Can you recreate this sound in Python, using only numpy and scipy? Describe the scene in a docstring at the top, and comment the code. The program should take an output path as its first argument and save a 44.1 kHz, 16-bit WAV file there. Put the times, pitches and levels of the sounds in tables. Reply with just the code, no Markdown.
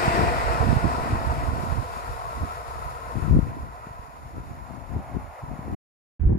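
"""Rails hum, wheels ring and air rushes as an electric train that has just passed rolls away over open fields:
bands of noise that fade, over a background hiss. Gusts thump on the two ports of a hand-held microphone, each
port largely on its own: noise bursts and single puffs. After the strongest gust all is quieter and a faint
distant drone grows; near the end the sound breaks off and comes back in another, windier spot."""
import sys
import numpy as np
from scipy import signal
from scipy.fft import rfft, irfft
from scipy.io import wavfile
from scipy.ndimage import uniform_filter1d

SR = 44100
rng = np.random.default_rng(int(sys.argv[2]) if len(sys.argv) > 2 else 0)


def unload_wav(signal):
    """Save mono or channel-first audio to the path in sys.argv[1] as 16-bit WAV at rate SR, clipped to [-1, 1]."""
    wavfile.write(
        sys.argv[1],
        SR,
        np.round(np.clip(np.atleast_2d(signal).T, -1, 1) * 32767).astype(np.int16),
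    )


N = 281358

# Spectra of the three train roars, relative density: f/Hz, level/dB
RAIL_SPECTRUM = [(190, -37.5), (330, -16), (471, -10), (560, -9.5), (688, -2.5), (827, -6.5), (981, -0.5),
                 (1180, -10.5), (1500, -14), (1950, -39.5), (3300, -120)]
WHEEL_SPECTRUM = [(710, -50.5), (1200, -11.5), (1710, 1), (1910, 4), (2130, -1.5), (2580, -3.5),
                  (2720, -10), (4160, -35), (7040, -120)]
RUSH_SPECTRUM = [(1650, -19), (2700, -6.5), (3000, -6.5), (3400, -6.5), (4560, -3), (5240, -3),
                 (6180, -13.5), (8350, -9), (9180, -18.5), (12000, -23), (15600, -31)]
# Background hiss of field and microphone, coloured by the microphone, relative density: f/Hz, level/dB
HISS_SPECTRUM = [(2900, -11), (3400, -5.5), (5200, -6.5), (5750, -4), (6150, -21.5), (6620, -1), (7200, -2),
                 (7500, -19.5), (9300, -9), (9600, -4), (11000, -10), (12000, -6.5), (13200, -19),
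                 (14300, -16), (14900, -29), (15600, -28.5)]
# Rail, wheel, air rush, background hiss: first level/dB, loss per doubling of distance/dB, lingering level/dB
FADES = [(-28.5, 7.5, -45), (-32.5, 14, -51.5), (-38.5, 10.5, -76), (-50, 4.5, -58)]
# Wavering of rail and wheel together: t/s, level change/dB
ROAR_WAVERS = [(0, -0.5), (.26, 1.5), (.4, 1), (1.2, 1.5), (2, -1), (2.6, -0.5), (3.2, -0.8), (3.85, 1),
               (4.1, -1.5), (4.6, -2.5), (5.75, -0.5)]
# Narrow resonances of rails and wheels: f/Hz, full width at half amplitude/Hz,
# level over the rail fade when near/dB, the same when far/dB
RINGS = [(355, 58, -5, -31), (467, 74, -6, -13), (692, 70, -3, -8.5), (918, 91, -6.5, -8),
         (1027, 150, -8.5, 0.5), (1303, 230, -10, -4), (1471, 90, -9, -15.5), (1877, 230, -10.5, -25),
         (2400, 310, -14.5, -26.5)]
# Likeness of the two channels: f/Hz, power share common to both (0-1), left minus right/dB,
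# the same after the strongest gust/dB
CHANNELS = [(515, 0.82, 4.5, 1), (694, 0.83, -0.5, -1.5), (895, 0.86, 1, 1.5), (990, 0.8, 1.5, 0),
            (1310, 0.59, 6.5, 3), (1558, .35, 2, -1), (2176, 0.58, 3, 0.5), (3650, 0.26, 2.5, 2),
            (7300, 0.1, 1, 0.5), (7930, 0, 9, 6), (11430, 0.12, 10, 7), (12800, .7, 7.5, 11)]
# Phase between the channels, nearly alike again at the top: f/Hz, lead of the left/rad
LEFT_LEADS = [(0, 0), (430, 1.0), (600, .6), (690, .9), (1030, 2.9), (1400, 2.9), (2070, 6.3), (2700, 6.6),
              (3800, 12.4), (4300, 11.8), (5500, 14.4), (7000, 4 * np.pi), (16000, 4 * np.pi)]
# Steady wind under the gusts: t/s, left thud level/dB, right thud level/dB, flutter over thud/dB
BREEZE = [(0, -29, -35, -5), (.5, -36.5, -28, -7.5), (1.0, -32, -31, -4.5), (1.75, -40, -24, -7.5),
          (1.9, -44.5, -40, -20), (3.05, -40.5, -39.5, -12.5), (3.45, -31, -42, -4.5),
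          (3.8, -43.5, -48, -11), (4.3, -50, -47.5, -3.5), (5.75, -46, -48, -8)]
# Gusts: t of top/s, length/s, thud level of the louder port at the top/dB, left minus right/dB, flutter over thud/dB
GUSTS = [(0.22, 0.27, -19.5, 7, -1.5), (0.524, 0.071, -33, -15, -2), (0.652, 0.14, -21, -25, -3.5),
         (0.704, 0.14, -20, -8.5, 1), (0.768, 0.081, -11.5, -21, -4), (0.853, 0.14, -19.5, -14, 2),
         (1.132, 0.11, -20.5, 3.5, -3), (1.406, 0.12, -25.5, 19, -27), (1.783, 0.16, -28.5, -27, 3),
         (1.976, 0.084, -32, 18, -6), (2.089, 0.069, -27, 24, -7.5), (2.429, 0.14, -25.5, -7, -4),
         (2.768, 0.027, -33, -8, -4), (2.87, 0.041, -30, -17, -15), (3.176, 0.066, -23, 30, 2),
         (3.25, 0.087, -17.5, 29, -5), (3.341, 0.2, -14.5, 24, -2.5), (3.369, 0.085, -20.5, 2, 4),
         (3.494, 0.098, -28.5, -19, -6), (3.575, 0.053, -42, 0, 12.5), (3.636, 0.12, -33, -3, -3.5),
         (4.256, 0.11, -38, 1, -21), (4.38, 0.13, -30.5, 6, -2.5), (4.506, 0.32, -39, 0, -3.5),
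         (4.607, 0.16, -37.5, 4, -6.5), (4.776, 0.19, -35.5, 26, -3.5), (4.97, 0.14, -26, 4.5, -1),
         (5.165, 0.13, -29, 4.5, 0), (5.262, 0.11, -34.5, -24, -8.5), (5.437, 0.06, -36, -1, -3),
         (5.513, 0.17, -33, 12, 1), (5.687, 0.21, -36.5, 9, 6.5), (5.73, 0.093, -31, 6, 2.5)]
# Brief dips of the wind (a negative drop is a rise): t of middle/s, length/s, left drop/dB, right drop/dB
LULLS = [(0.812, 0.031, 8, 10.5), (4.08, 0.094, 27, -2.5), (4.782, 0.3, -5, 14), (5.384, 0.074, 6, 36)]
# Spectra of the wind on a port, relative density: f/Hz, level/dB; the flutter's f is scaled in each spot
THUD_SPECTRUM = [(12, -44), (22, -15.5), (43, 5.5), (64, 10), (135, -1.5), (176, -11.5), (200, -20),
                 (260, -44), (440, -120)]
FLUTTER_SPECTRUM = [(70, -44), (130, 4), (200, -4), (260, 0), (330, -6), (430, -12.5), (800, -29),
                    (1100, -51), (1800, -120)]
# Single strong puffs: t/s, peak level of the louder port before the push/dB, mean pitch f/Hz,
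# left minus right/dB, push on the membrane (signed factor: in positive, out negative)
PUFFS = [(0.081, -10, 120, -13, -1.4), (0.14, -18, 150, 27, 0.72), (0.194, -13, 147, 20, 0.88),
         (0.236, -18, 150, -16, 1), (0.61, -9, 100, -27, 0.89), (0.732, -11, 99, -9, 0.87),
         (0.753, -15, 90, -25, -0.82), (0.85, -12, 80, -13, 0.96), (0.984, -16, 199, 10, 1),
         (1.135, -10.5, 71, -5, 1), (1.27, -20, 90, -25, -0.77), (2.435, -16, 110, -20, -1.2),
         (3.171, -14, 133, 34, 1), (3.248, -18, 110, 34, 1), (3.281, -11, 132, 23, 1),
         (3.3, -15, 110, -25, -1), (3.312, -6, 151, 24, 0.93), (3.327, -12, 129, -8, 0.94),
         (3.351, 0.5, 149.3, 22, 0.6), (3.367, -12, 220, -19.5, -1.1), (3.372, -7.5, 150, -15, 0.96),
         (3.391, -2.5, 180, 24, 0.93), (3.434, -13.5, 85, 30, -0.95), (3.871, -29, 170, 1.5, -1.06),
         (3.911, -31, 90, -1, -1), (3.997, -27, 71, -3, -0.96), (4.764, -23, 78, 29, 0.69),
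         (4.793, -28, 126, 24, -0.95), (4.968, -21.5, 116, -2, -0.9), (4.993, -26, 142, 19, -1),
         (5.15, -24.5, 254, 4, -1.16), (5.173, -22, 99, 25, -1.16), (5.593, -23, 146, -3, 1),
         (5.682, -21.5, 253, -10, -1.1), (5.702, -24, 230, -15, -1), (5.743, -23, 130, 25.5, 0.74),
         (5.744, -23, 147, -26, -1), (6.266, -13, 54.4, 3, -1), (6.295, -13.5, 200, 9, 1),
         (6.321, -12.5, 182, 13, -1.04), (6.354, -12, 147.8, 5, 1)]
# Distant drone, relative density: f/Hz, level/dB
DRONE_SPECTRUM = [(380, -28.5), (520, -5.5), (700, 1), (880, -2), (1100, -8.5), (1550, -16.5),
                  (2100, -16.5), (2900, -29.5), (4200, -49)]
# Growth of the drone: t/s, level/dB
DRONE_LEVEL = [(3.3, -64), (4.3, -55), (4.85, -49), (5.15, -45), (5.75, -46)]
# Wind in the second spot, alike on both ports: t/s, thud level/dB, flutter level/dB
WIND_AFTER = [(6.2, -25, -35), (6.23, -23, -32), (6.264, -22.5, -39), (6.29, -22.5, -23), (6.33, -18, -25),
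              (6.38, -34.5, -34)]
# Field noise of the second spot, relative density: f/Hz, level/dB
FIELD_SPECTRUM = [(450, -32), (700, 6), (1100, 5), (1700, 4.5), (2600, -7.5), (4000, -22), (8000, -25.5),
                  (15500, -31)]

DOUBLING_S = 1.0  # time the train takes to double its first distance
FAR_S = 1.82  # time over which the balance of rings and rail roar turns from near to far
RING_WANDER, RING_WANDER_HZ = 0.015, 3.0  # rms stray as a share of pitch; corner of its slow noise
TURN_DOWN_S, TURN_DOWN_DB = (3.27, 3.54), 6  # the level is turned down between these times, by this much
GUST_EDGE_DB, GUST_RISE = 17, 0.55  # fall from top to either end; share of the length spent rising
LULL_EDGE_S = 0.023
PUFF_SLOWING = 1.83  # the swing after the snap is this many times slower than the one before
DRONE_SHARE = 0.94  # power share common to both ports
BREAK_S = (5.75, 6.195)  # silence from, to
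FIELD_DB = -55
CUTOFF_HZ, CEILING = 15720, 0.95  # top of the passband; amplitude the membrane cannot exceed


def from_db(db):
    """Level as amplitude gain: 20 dB are a factor of ten."""
    return 10 ** (np.asarray(db) / 20)


def rms_one(x):
    """Normalization to unit rms, the reference of every noise level."""
    return x / np.sqrt(np.mean(x ** 2) + 1e-20)


def in_time(rows):
    """Linear interpolation of a table's columns, one value per sample."""
    s, *columns = np.transpose(rows)
    t = np.arange(N) / SR
    return [np.interp(t, s, column) for column in columns]


def at_hz(points, column=1):
    """Interpolation along log frequency, one value per bin."""
    hz = np.maximum(np.fft.rfftfreq(N, 1 / SR), 1)
    table = np.array(points)
    return np.interp(np.log(hz), np.log(table[:, 0]), table[:, column])


def drift(corner_hz):
    """Random modulation of unit rms: white noise through two equal low-pass poles."""
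    step = 40  # samples between slow values
    pole = np.exp(-2 * np.pi * corner_hz * step / SR)
    white = rng.standard_normal(N // step + 2002)
    slow = signal.lfilter([1], [1, -2 * pole, pole * pole], white)[2000:]
    return np.interp(np.arange(N) / step, np.arange(len(slow)), rms_one(slow))


def coloured(bins, spectrum):
    """Spectral shaping: noise bins weighted by a spectrum, returned at unit rms."""
    return rms_one(irfft(bins * from_db(at_hz(spectrum)), N))


def shared(common, own, share):
    """Partial coherence: powers of common and own noise add up to a constant."""
    return np.sqrt(share) * common + np.sqrt(1 - share) * own


def channel_noise():
    """Coherence by frequency: a common part, phase-shifted in the right channel, plus noise of each channel's own."""
    common, left, right = rfft(rng.standard_normal((3, N)))
    share = np.clip(at_hz(CHANNELS), 0, 1)
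    lead = np.interp(np.fft.rfftfreq(N, 1 / SR), *np.transpose(LEFT_LEADS))
    lean = from_db(at_hz(CHANNELS, column=2) / 2)
    return np.array([shared(common, left, share) * lean,
                     shared(common * np.exp(-1j * lead), right, share) / lean])


def fading():
    """Spreading loss: levels fall per doubling of distance to what lingers; later all four are turned down."""
    t = np.arange(N) / SR
    doublings = np.log2(1 + t / DOUBLING_S)
    turn_down_db = np.interp(t, TURN_DOWN_S, [0, -TURN_DOWN_DB])
    levels = []
    for first_db, loss_db, linger_db in FADES:
        power = from_db(2 * (first_db - loss_db * doublings)) + from_db(2 * linger_db)
        levels.append(10 * np.log10(power) + turn_down_db)
    return levels


def rings(rail_db, swell_db, far):
    """Resonance: narrow bands of noise with steep skirts, each straying in pitch as it is read faster or slower."""
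    hz, noise = np.fft.rfftfreq(N, 1 / SR), channel_noise()
    out = np.zeros((2, N))
    for centre_hz, width_hz, near_db, far_db in RINGS:
        band = rms_one(irfft(noise / (1 + (2 * (hz - centre_hz) / width_hz) ** 4), N))
        read = np.arange(N) + np.cumsum(RING_WANDER * drift(RING_WANDER_HZ))
        band = np.array([np.interp(read, np.arange(N), port, period=N) for port in band])
        over_db = near_db + far * (far_db - near_db)
        out += from_db(rail_db + over_db + swell_db + 2.3 * drift(7.3)) * band
    return out


def train_and_hiss():
    """Superposition of three train roars, a background hiss and the rings, all swelling together."""
    rail_db, wheel_db, rush_db, hiss_db = fading()
    waver_db, = in_time(ROAR_WAVERS)
    rail_db, wheel_db = rail_db + waver_db, wheel_db + waver_db
    far = np.clip(np.arange(N) / SR / FAR_S, 0, 1)
    swell_db, noise = 0.56 * drift(21), channel_noise()
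    roar_db = rail_db + 4.0 - 1.9 * far  # far off the rings stand out
    out = from_db(roar_db + swell_db + 1.32 * drift(41)) * coloured(noise, RAIL_SPECTRUM)
    out += from_db(wheel_db + swell_db + 1.0 * drift(7.7)) * coloured(noise, WHEEL_SPECTRUM)
    out += from_db(rush_db + swell_db + 0.51 * drift(11)) * coloured(noise, RUSH_SPECTRUM)
    out += from_db(hiss_db + swell_db + 0.63 * drift(12)) * coloured(channel_noise(), HISS_SPECTRUM)
    return out + rings(rail_db, swell_db, far)


def shift_balance(x):
    """Level difference between channels: it crossfades to its second value while the level is turned down."""
    turn = from_db((at_hz(CHANNELS, column=3) - at_hz(CHANNELS, column=2)) / 2)
    turned = np.interp(np.arange(N) / SR, TURN_DOWN_S, [0, 1])
    return (1 - turned) * x + turned * irfft(rfft(x) * [turn, 1 / turn], N)


def gusts():
    """Addition of powers: breeze plus gusts that rise and fall linearly in dB; lulls cut in. 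Levels for both ports."""
    t = np.arange(N) / SR
    left_db, right_db, over_db = in_time(BREEZE)
    thud = from_db(2 * np.array([left_db, right_db]))
    flutter = thud * from_db(2 * over_db)
    for s, length, thud_db, lean_db, flutter_db in GUSTS:
        i = np.arange(max(round((s - 2 * length) * SR), 0), round((s + 2 * length) * SR))
        before, after = (s - i / SR) / GUST_RISE, (i / SR - s) / (1 - GUST_RISE)
        away = np.maximum(before, after) / length  # 0 at the top, 1 at either end
        port_db = thud_db + np.minimum([[lean_db], [-lean_db]], 0)
        power = from_db(2 * (port_db - GUST_EDGE_DB * away))
        thud[:, i] += power
        flutter[:, i] += power * from_db(2 * flutter_db)
    drop_db = np.zeros((2, N))
    for s, length, *drops_db in LULLS:
        depth = np.clip((length / 2 - abs(t - s)) / LULL_EDGE_S + 0.5, 0, 1)
        drop_db += np.outer(drops_db, depth)
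    return zip(10 * np.log10(thud) - drop_db, 10 * np.log10(flutter) - drop_db)


def wind(ports, thud_share, knock_share, lag_s, sharper):
    """Turbulent pressure: eddies hit each port as a deep lumpy thud and a flutter of uneven knocks over some noise."""
    knocks = (rng.random((3, N)) < 160.0 / SR).astype(float)  # 160 a second on average
    knocks *= from_db(3.4 * np.minimum(rng.exponential(1, (3, N)), 4))
    knocks = knocks * rng.choice([-1, 1], (3, N)) + 0.028 * rng.standard_normal((3, N))
    swirls = rng.standard_normal((3, N))
    out = []
    for k, (thud_db, flutter_db) in enumerate(ports):
        thud = coloured(rfft(shared(swirls[2], swirls[k], thud_share)), THUD_SPECTRUM)
        # evened out, so that the gusts set the swells, not chance
        thud = rms_one(thud / np.sqrt(uniform_filter1d(thud ** 2, size=3000) + 0.098))
        common = np.roll(knocks[2], round(k * lag_s * SR))  # later at the right port
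        flutter = rfft(shared(common, knocks[k], knock_share))
        flutter = coloured(flutter, np.array(FLUTTER_SPECTRUM) * [sharper, 1])
        out.append(from_db(thud_db + 3.45 * drift(11.0)) * thud + from_db(flutter_db) * flutter)
    return np.array(out)


def puffs():
    """Impulse response of the membrane: a snap between a quick swing before and a slower one after."""
    half = 1000  # samples on each side of the snap
    out, u = np.zeros((2, N + 2 * half)), np.arange(-half, half) / SR
    u = np.where(u > 0, u / PUFF_SLOWING, u)
    for s, peak_db, hz, lean_db, push in PUFFS:
        a = (np.pi * hz * u * np.sqrt(PUFF_SLOWING)) ** 2
        gains = push * from_db(peak_db + np.minimum([lean_db, -lean_db], 0))
        middle = round(s * SR)
        out[:, middle - half:middle + half] += np.outer(gains, (2 * a - 1) * np.exp(-a))
    return out[:, :N]


def drone():
    """High coherence, as from straight ahead: broad noise mostly common to both ports, wavering a little."""
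    common, *own = rng.standard_normal((3, N))
    level_db, = in_time(DRONE_LEVEL)
    noise = shared(common, np.array(own), DRONE_SHARE)
    return from_db(level_db + 1.5 * drift(8.3)) * coloured(rfft(noise), DRONE_SPECTRUM)


def field():
    """Diffuse background: steady noise, independent at each port."""
    return from_db(FIELD_DB) * coloured(rfft(rng.standard_normal((2, N))), FIELD_SPECTRUM)


def scene():
    """Succession of two sound fields: the line side, a silence, then the windier spot."""
    t = np.arange(N) / SR
    before = np.clip((BREAK_S[0] - t) / 0.005, 0, 1)
    after = np.clip((t - BREAK_S[1]) / 0.00274, 0, 1)
    line_side = shift_balance(train_and_hiss()) + drone()
    line_side += wind(gusts(), thud_share=0.16, knock_share=0.033, lag_s=0, sharper=0.95)
    windier = wind(2 * [in_time(WIND_AFTER)], thud_share=0.88, knock_share=0.91, lag_s=0.00091, sharper=1.24)
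    return before * line_side + after * (windier + field()) + puffs()


def record(dry):
    """Saturation and band limiting: the membrane rounds the strongest puffs, then a steep low-pass cuts the top."""
    rounded = CEILING * np.tanh(dry / CEILING)
    run_in = rounded[:, 500:0:-1]  # the opening played backwards settles the filter
    low_pass = signal.ellip(12, 0.5, 70, CUTOFF_HZ, fs=SR, output="sos")
    return signal.sosfilt(low_pass, np.concatenate([run_in, rounded], axis=1))[:, 500:]


dry = scene()
out = record(dry)
unload_wav(out)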